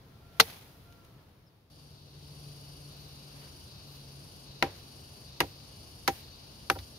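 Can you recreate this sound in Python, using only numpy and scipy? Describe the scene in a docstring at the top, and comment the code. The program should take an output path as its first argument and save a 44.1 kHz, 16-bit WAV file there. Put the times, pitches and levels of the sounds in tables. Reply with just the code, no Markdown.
"""A far rooster crows as a machete cuts a sapling close by: fibres crack, wood and blade ring, the
ground thuds. Leaves rustle and settle, and a small bird chirps. At 1.7 s the scene moves to another
part of the forest, with a throbbing cicada chorus on the left and a faint low drone. From 4.6 s, four
chops bite into a branch further off and shake its leaves.
Two spaced microphones: bass alike on both sides, treble mostly unlike."""
import sys
import numpy as np
from scipy import signal
from scipy.fft import rfft, irfft
from scipy.io import wavfile
from scipy.ndimage import uniform_filter1d

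SR = 44100
rng = np.random.default_rng(int(sys.argv[2]) if len(sys.argv) > 2 else 0)


def dump_mix(stems):
    """Bounce the given channels to the path in sys.argv[1] as a 16-bit WAV at rate SR."""
    frames = np.atleast_2d(stems).T  # one column per channel
    limited = np.clip(frames, -1, 1)  # hard clip at full scale
    pcm = np.round(limited * 32767).astype(np.int16)
    wavfile.write(sys.argv[1], SR, pcm)


N = 307818
TIME_S = np.arange(N) / SR
PLACE_CHANGE_S = 1.699


def gain_of(db):
    """Decibels to gain."""
    return 10 ** (np.asarray(db) / 20)


def stereo(left_db, right_db):
    """Gain column for the two sides."""
    return gain_of([[left_db], [right_db]])


def unit_rms(x):
    """Scales to rms 1."""
    return x / np.sqrt(np.mean(x ** 2) + 1e-20)


def at_hz(points, hz):
    """Interpolates a table over log frequency."""
    point_hz, value = np.transpose(points)
    return np.interp(np.log(hz + 1), np.log(point_hz + 1), value)


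def at_time(rows, t):
    """Interpolates each column of a table over time."""
    row_s, *columns = np.transpose(rows)
    return [np.interp(t, row_s, column) for column in columns]


def add(mix, start_s, sound):
    """Mixes in a stereo sound."""
    part = mix[:, round(start_s * SR):][:, :sound.shape[1]]
    part += sound[:, :part.shape[1]]


def wavering(rate_hz, waver, t):
    """A cosine whose rate drifts."""
    drift = unit_rms(sum(np.sin(2 * np.pi * (f * t + rng.random())) for f in np.geomspace(.5, 8, 12)))
    return np.cos(2 * np.pi * np.cumsum(rate_hz * (1 + waver * drift)) * (t[1] - t[0]))


def tone(curve, partials=((1, 0),), waver=0., flutter_db=0.):
    """An unsteady, soft-ended tone along (s, Hz, dB) points, with (multiple, dB) partials."""
    t = np.arange(curve[0][0], curve[-1][0], 1 / SR)
    hz, db = at_time(curve, t)
    noise = rng.standard_normal((2, len(t)))
    drift, flutter = unit_rms(uniform_filter1d(uniform_filter1d(noise, size=900), size=900))
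    turns = np.cumsum(hz * (1 + waver * drift)) / SR
    wave = sum(gain_of(partial_db) * np.sin(2 * np.pi * k * turns) for k, partial_db in partials)
    soft_ends = signal.windows.tukey(len(t), min(1, 900 / len(t)))
    return np.sqrt(2) * gain_of(db + flutter_db * flutter) * wave * soft_ends


def syllable(start_s, length_s, first_hz, last_hz, level_db, change_db):
    """Tone curve of a bird's note: pitch and level hold at first, then slide."""
    progress = np.linspace(0, 1, 9)
    slide = progress ** 1.9
    hz = first_hz + (last_hz - first_hz) * slide
    return np.transpose([start_s + length_s * progress, hz, level_db + change_db * slide])


# Likeness of the two microphones. Each row: frequency in Hz, coherence from 0 to 1.
MIC_COHERENCE = [(100, .97), (300, .89), (600, .5), (1100, .2), (2000, .05), (8000, .03)]

def hiss(colour, size, lag_s=0., coherence=MIC_COHERENCE):
    """Stereo noise from random short-time spectra of gain colour(hz, t); the right side lags."""
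    hop = size // 4
    hz, t = np.fft.rfftfreq(size, 1 / SR)[:, None], np.arange(N // hop + 5) * hop / SR
    re1, im1, re2, im2, patches = rng.standard_normal((len(t), len(hz), 5)).T
    patches = uniform_filter1d(patches, size // 64, axis=0)
    patches_db = .5 * unit_rms(uniform_filter1d(patches, 8192 // size, axis=1))
    shared = at_hz(coherence, hz)
    left = re1 + 1j * im1
    right = shared * left + np.sqrt(1 - shared ** 2) * (re2 + 1j * im2)
    right *= np.exp(-2j * np.pi * hz * lag_s)
    spectra = np.array([left, right]) * colour(hz, t) * gain_of(patches_db)
    return signal.istft(spectra, nperseg=size, noverlap=size - hop)[1][:, :N] / np.sqrt(8 * size / 3)


# Air spectrum of the first place. Each row: frequency in Hz, relative level in dB.
FIRST_AIR = [(25, -34), (40, -15), (60, -5.5), (130, -3.5), (220, -14), (400, -16.5), (700, -21.5),
             (1100, -24), (2000, -30.5), (4700, -30.5), (6500, -39.5), (8500, -43.5), (10500, -37.5),
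             (15400, -38.5)]

def first_air():
    """Distant forest wash, fading by 13 dB a second after 1.05 s."""
    def colour(hz, t):
        level_db = -46 - 13 * np.maximum(t - 1.05, 0)
        return unit_rms(gain_of(at_hz(FIRST_AIR, hz))) * gain_of(level_db)
    return hiss(colour, size=2048)


# Crow syllables. Each row: start and length in seconds, first and last pitch in Hz,
# level and its change in dB.
CROW = [(.11, .08, 678, 680, -73, -4), (.215, .23, 686, 686, -71, 1.5), (.63, .17, 699, 694, -77, -1.5),
        (.85, .39, 692, 632, -71, -10)]

def rooster():
    """A far crow on the right, its octave stronger than its fundamental."""
    out = np.zeros((2, N))
    for row in CROW:
        note = tone(syllable(*row), partials=[(1, -1.5), (2, 0)], waver=.003, flutter_db=1.5)
        add(out, row[0], note * stereo(-2.5, 2.5))
    return out


# Spectrum of splitting wood. Each row: frequency in Hz, relative level in dB.
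CRACK_SPECTRUM = [(150, -31.5), (300, -8), (1000, 1.2), (2000, -0.26), (3500, -3), (4400, -3), (6500, -9.5),
                  (8500, -18), (10000, -13.5), (12000, -12.5), (14300, -19.5), (16300, -27)]
# Blade bites and fibre snaps. Each row: start in seconds, level in dB, tilt in dB per octave,
# t60 in seconds, relative tail in dB, left over right in dB, pitch in Hz.
FIBRE_CRACKS = [(0.3983, -3, 2.3, 0.016, -16, 1, 2650), (0.4007, 1.5, -0.3, 0.012, -33, -1, 1200),
                (0.403, -2.5, .1, 0.014, -29, 7, 4200), (0.4074, .5, 4.5, 0.0063, -27, -9, 4300),
                (0.4098, -11, .1, .01, -28, 8, 4110), (0.4991, -35, -1, 0.0076, -15, -2.1, 2230),
                (0.924, -48, 1.5, 0.0099, -12, 2, 2640), (1.048, -51, 3.5, 0.01, -16, 1, 9960),
                (4.6245, -5.5, -2, 0.0087, -18, 0.4, 2323), (5.4033, -5, -.1, 0.0095, -16, -1.7, 2172),
                (5.4084, -12, -6.5, 0.0093, -29, 11, 1900), (6.0765, -8, .5, 0.0078, -13, -0.3, 1900),
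                (6.0775, -12, 1.5, .007, -16, .3, 6200), (6.6992, -5, -1, 0.0095, -18.5, 2.5, 1500),
                (6.7146, -29, 4, 0.0053, -11, 2.1, 11300), (6.788, -34, 0, 0.0077, -10, -1, 4360)]

def cracks():
    """Fibres split in noise bursts, each with a short tail scattered by trunks and ground."""
    out, size = np.zeros((2, N)), 6000
    t, hz = np.arange(size) / SR, np.fft.rfftfreq(size, 1 / SR)
    attack = (1 - np.exp(-t / .0007)) ** 2
    for start_s, level_db, tilt, t60, tail_db, pan_db, pitch_hz in FIBRE_CRACKS:
        both, left, right = rng.standard_normal((3, size))
        bump_db = 7.1 * np.exp(-(np.log2((hz + 50) / pitch_hz) / .43) ** 2)
        colour = gain_of(at_hz(CRACK_SPECTRUM, hz) + tilt * np.log2((hz + 50) / 3000) + bump_db)
        noise = unit_rms(irfft(rfft(np.array([left, right]) + .63 * both) * colour))
        decay = gain_of(-60 * t / t60) + gain_of(tail_db - 60 * t / .064)
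        add(out, start_s, noise * attack * decay * gain_of(level_db) * stereo(pan_db / 2, -pan_db / 2))
    return out


def ring(modes, level_db, left_lag_ms, build_cycles=1.7):
    """Struck modes build and die away; each side hears them at a slightly different phase."""
    t = np.arange(9000) / SR
    hz, db, t60 = np.transpose(modes)[:, :, None]
    phase = rng.uniform(0, 2 * np.pi, hz.shape)
    skew = .1 * rng.standard_normal(hz.shape)
    choke_db = 150 * (t / t60) ** 3  # green wood and the grip damp the late ring
    attack = (1 - np.exp(-t * hz / build_cycles)) ** 2
    envelope = attack * gain_of(level_db + db - 60 * t / t60 - choke_db)
    left = np.sin(2 * np.pi * hz * (t - left_lag_ms / 1000) + phase + skew)
    right = np.sin(2 * np.pi * hz * t + phase)
    return (envelope * np.array([left, right])).sum(axis=1)


# Modes of the struck bodies. Each row: frequency in Hz, relative level in dB, base t60 in seconds.
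SAPLING_MODES = [(125, -8.5, .09), (174, -5, .09), (243, -11, .11), (345, -7, 0.04), (452, -1, .11),
                 (620, 4, 0.046), (740, 3, .06), (880, 2.5, .05), (1137, 9, .025)]
BRANCH_MODES = [(152, -2.5, 0.091), (226, -13, 0.13), (286, -6, 0.13), (350, -3, 0.12), (412, -9, .1),
                (457, -5, 0.1), (528, -4, 0.09), (607, -5, 0.06), (672, -4, 0.05)]
BLADE_MODES = [(790, -3.04, .15), (960, -3.5, .07), (1394, 1.7, 0.033), (1800, -6.5, 0.032),
               (2480, -9.5, .04), (2870, -14, 0.022), (3450, -14.5, .025), (4250, -18.5, .03)]
GROUND_MODES = [(65, 4.2, .25), (95.5, -1.0, .38)]
# Machete blows. Each row: start in seconds, wood, blade and ground levels in dB, left lag in ms,
# blade t60 factor, blade treble cut in dB per octave.
MACHETE_BLOWS = [(.399, -21.5, -30, -42, 0.096, 0.66, 4), (.422, -41, -54.5, -67, -0.26, 1.01, 1.5),
                 (4.625, -21.5, -19.5, -36, 0.16, .95, -1), (5.404, -23, -28.5, -36.5, 0.11, 1.3, 3),
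                 (5.432, -32.5, -29.5, -57, 0.23, 0.75, 6), (6.079, -23, -16.5, -38.5, 0.18, 0.87, 1.5),
                 (6.701, -26, -18, -35, 0.1, 0.65, -3), (6.752, -46, -43, -56, 0.11, 0.74, 1),
                 (6.758, -43, -37, -45, .15, .6, 2), (6.764, -41, -33, -38, .2, .5, 2)]

def blows():
    """Each blow rings the wood (sapling, later branch) and the blade, and jolts the ground."""
    out = np.zeros((2, N))
    for start_s, wood_db, blade_db, ground_db, lag_ms, t60_factor, treble_cut in MACHETE_BLOWS:
        wood, build_cycles = (SAPLING_MODES, .6) if start_s < PLACE_CHANGE_S else (BRANCH_MODES, 1.1)
        blade = [(hz, db - treble_cut * np.log2(hz / 800), t60 * t60_factor)
                 for hz, db, t60 in BLADE_MODES]
        add(out, start_s, ring(wood, wood_db, lag_ms, build_cycles))
        add(out, start_s, ring(blade, blade_db, lag_ms))
        add(out, start_s, ring(GROUND_MODES, ground_db, left_lag_ms=0))
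    return out


# Leaf spectrum. Each row: frequency in Hz, relative level in dB.
LEAF_SPECTRUM = [(200, -30), (400, -8.5), (800, -6.5), (1200, -10.5), (2500, -6.5), (4300, -7),
                 (6500, -13.5), (8500, -15), (10000, -10.5), (15000, -9.5), (16000, -23)]
# Leaves shaken or brushed. Each row: peak time in seconds, level in dB, tilt in dB per octave,
# seconds per 20 dB of rise, t60 in seconds.
LEAF_RUSTLES = [(.43, -36, 1.2, .01, .4), (.504, -40.5, -1.6, .18, .6), (.6, -50, .8, .2, 1.6),
                (1.05, -60, -1.5, .02, .5), (1.19, -66, -5, .08, .8), (2.25, -61, 4, .06, 2.5),
                (3.0, -58, 6, .25, 1.2), (3.44, -53, -3.5, .3, .45), (3.96, -50, 3, .2, .2),
                (4.64, -40, -6, .015, .26), (4.78, -49, -1.5, .2, .28), (5.42, -41, -.8, .015, .42),
                (6.1, -39.5, .2, .015, .6), (6.19, -47, -1, .15, .3), (6.72, -41, 2.7, .015, .42),
                (6.8, -55, 4, .1, .7)]

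def leaves():
    """Many leaf touches merge into wide noise that swells, flickers and dies away."""
    def colour(hz, t):
        peak_s, db, tilt, rise_s, t60 = np.transpose(LEAF_RUSTLES)[:, :, None]
        swell_db = db + np.where(t < peak_s, 20 * (t - peak_s) / rise_s, -60 * (t - peak_s) / t60)
        power = gain_of(2 * tilt.T * np.log2((hz + 50) / 8000)) @ gain_of(2 * swell_db)
        flicker_db = 1.5 * rng.standard_normal(len(t))
        return unit_rms(gain_of(at_hz(LEAF_SPECTRUM, hz))) * np.sqrt(power) * gain_of(flicker_db)
    return hiss(colour, size=256)


def chirp():
    """One quick falling note from a small bird on the left."""
    out, start_s = np.zeros((2, N)), 1.46
    curve = syllable(start_s, length_s=.038, first_hz=5450, last_hz=4450, level_db=-70, change_db=-4)
    add(out, start_s, tone(curve) * stereo(2.2, -3))
    return out


# Fade-in of the second place. 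Each row: time in seconds, share of the opening dip left.
OPENING_DIP = [(1.7, 1), (1.8, .65), (2.05, .75), (2.35, .1), (2.7, 0)]

def fade_in(t, from_db):
    """Gain rising unevenly from from_db to unity."""
    return gain_of(from_db * at_time(OPENING_DIP, t)[0])


# Air spectrum of the second place. Each row: frequency in Hz, relative level in dB.
SECOND_AIR = [(25, -36), (40, -36.5), (62, -2), (105, -2.5), (180, -10), (300, -14), (600, -17.5),
              (1100, -22), (2000, -31), (4700, -21), (6500, -36.5), (9000, -36), (12000, -34.5),
              (15400, -37)]

def second_air():
    """Distant forest wash, fading up."""
    def colour(hz, t):
        return unit_rms(gain_of(at_hz(SECOND_AIR, hz))) * gain_of(-43.5) * fade_in(t, from_db=-5.5)
    return hiss(colour, size=2048, lag_s=.00022)


def bands(table, hz):
    """Sum of steep resonances, mean power 1."""
    return unit_rms(sum(gain_of(db) / (1 + (2 * (hz - f) / width) ** 2) for f, width, db in table))


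# Cicada resonances. Each row: centre in Hz, width in Hz, relative level in dB.
MAIN_BANDS = [(2863, 700, -3), (3920, 620, -19), (4540, 180, 1.5), (4650, 910, -3), (5500, 1650, -4),
              (6600, 730, -16)]
LOW_BANDS = [(3700, 250, -6), (3900, 220, -1), (4060, 110, 0), (4400, 200, -4)]
HIGH_BANDS = [(8320, 280, -1), (10190, 2600, 5.7), (11400, 4300, -3.5)]
# Phrases of one near cicada. Each row: start in seconds, low band level in dB, overtone dip scale in dB.
CICADA_PHRASES = [(1.9, -1.5, -5.5), (2.891, -3, -4.5), (3.66, -2.5, -7.5), (4.44, -2.5, -9),
                  (5.25, -3.5, -10), (6.17, -4, -10), (6.93, -3, -10)]
CHORUS_DB, CHORUS_FADE_DB, CHORUS_LAG_SAMPLES = -50.6, -10, 18

def cicadas():
    """Drumming membranes buzz in throbbing bands; each phrase opens low and dull, then climbs."""
    def colour(hz, t):
        start_s, low_db, dip_db = np.transpose(CICADA_PHRASES)[:, :, None]
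        age_s = t - start_s
        low_decay = gain_of(low_db - 5.1 * np.clip(age_s / .4, 0, 3) ** 2)
        low_swell = (low_decay * np.clip(age_s / .025, 0, 1)).max(axis=0)
        dip = np.clip(age_s / .087, 0, 1) * np.clip(1 - age_s / .53, 0, 1)
        drop_hz = 150 * (dip.sum(axis=0) - .4)
        throb = wavering(rate_hz=25, waver=.05, t=t)
        low = bands(LOW_BANDS, hz) * low_swell
        main = bands(MAIN_BANDS, hz + drop_hz) * gain_of(1.2 * throb)
        high = bands(HIGH_BANDS, hz) * gain_of(-4.5 + (dip_db * dip).sum(axis=0) + 2.1 * throb)
        level = gain_of(CHORUS_DB) * fade_in(t, CHORUS_FADE_DB)
        return np.sqrt(low ** 2 + main ** 2 + high ** 2) * level
    buzz = unit_rms(1 + .25 * wavering(rate_hz=342, waver=.06, t=TIME_S))
    coherence = [(3000, .68), (5500, .18), (10000, .27)]
    chorus = hiss(colour, size=512, lag_s=CHORUS_LAG_SAMPLES / SR, coherence=coherence)
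    return chorus * buzz * stereo(2.5, .8)


# Fine lines within the cicada chorus. Each row: pitch in Hz, level in dB.
CICADA_LINES = [(2940, -78), (4060, -76), (4420, -72), (4600, -72), (4790, -73), (5020, -75)]

def shrill_lines():
    """Thin unsteady tones shrilling within the chorus, reaching the left side first."""
    lines = sum(tone([(0, hz, db), (N / SR, hz, db)], waver=.006, flutter_db=4.5)[:N]
                for hz, db in CICADA_LINES)
    lines *= fade_in(TIME_S, CHORUS_FADE_DB)
    return np.array([lines, np.roll(lines, CHORUS_LAG_SAMPLES)]) * stereo(0, -3)


# Course of the drone. Each row: time in seconds, pitch in Hz, level in dB.
DRONE_CURVE = [(1.7, 147, -62), (2.05, 144, -57), (2.4, 145, -50.5), (2.8, 143, -54), (3.35, 143.4, -54),
               (3.56, 141, -62), (4.05, 139.8, -53), (4.4, 139.4, -59.5), (5.6, 138.5, -60),
               (6.1, 143, -66), (6.98, 141, -62)]

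def drone():
    """A faint low hum, wandering in pitch and level."""
    out = np.zeros((2, N))
    hum = tone(DRONE_CURVE, partials=[(1, 0), (2, -16), (3, -21)], waver=.0054, flutter_db=2.2)
    add(out, DRONE_CURVE[0][0], hum * stereo(.5, -.5))
    return out


def scene():
    """The background switches abruptly between places, under the birds, chops and leaves."""
    first = first_air()
    second = second_air() + cicadas() + shrill_lines() + drone()
    switch = np.clip((TIME_S - PLACE_CHANGE_S) / .0022, 0, 1)
    background = ((1 - switch) * first + switch * second) * stereo(.6, -.6)
    return background + cracks() + blows() + rooster() + chirp() + leaves()


def record(dry):
    """A narrow notch from the microphone housing, gentle overload, then the band limit."""
    notch_hz, width_hz, depth, edge_hz = 7600, 330, .92, 15750
    hz = np.fft.rfftfreq(N, 1 / SR)
    notch = 1 - depth * np.exp(-((hz - notch_hz) / width_hz) ** 2)
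    notched = irfft(rfft(dry) * notch, N)
    rounded = .9 * np.tanh(notched / .9)
    lowpass = signal.firwin(511, edge_hz, window=("kaiser", 9), fs=SR)
    return signal.oaconvolve(rounded, lowpass[None], "same")


dry = scene()
out = record(dry)
dump_mix(out)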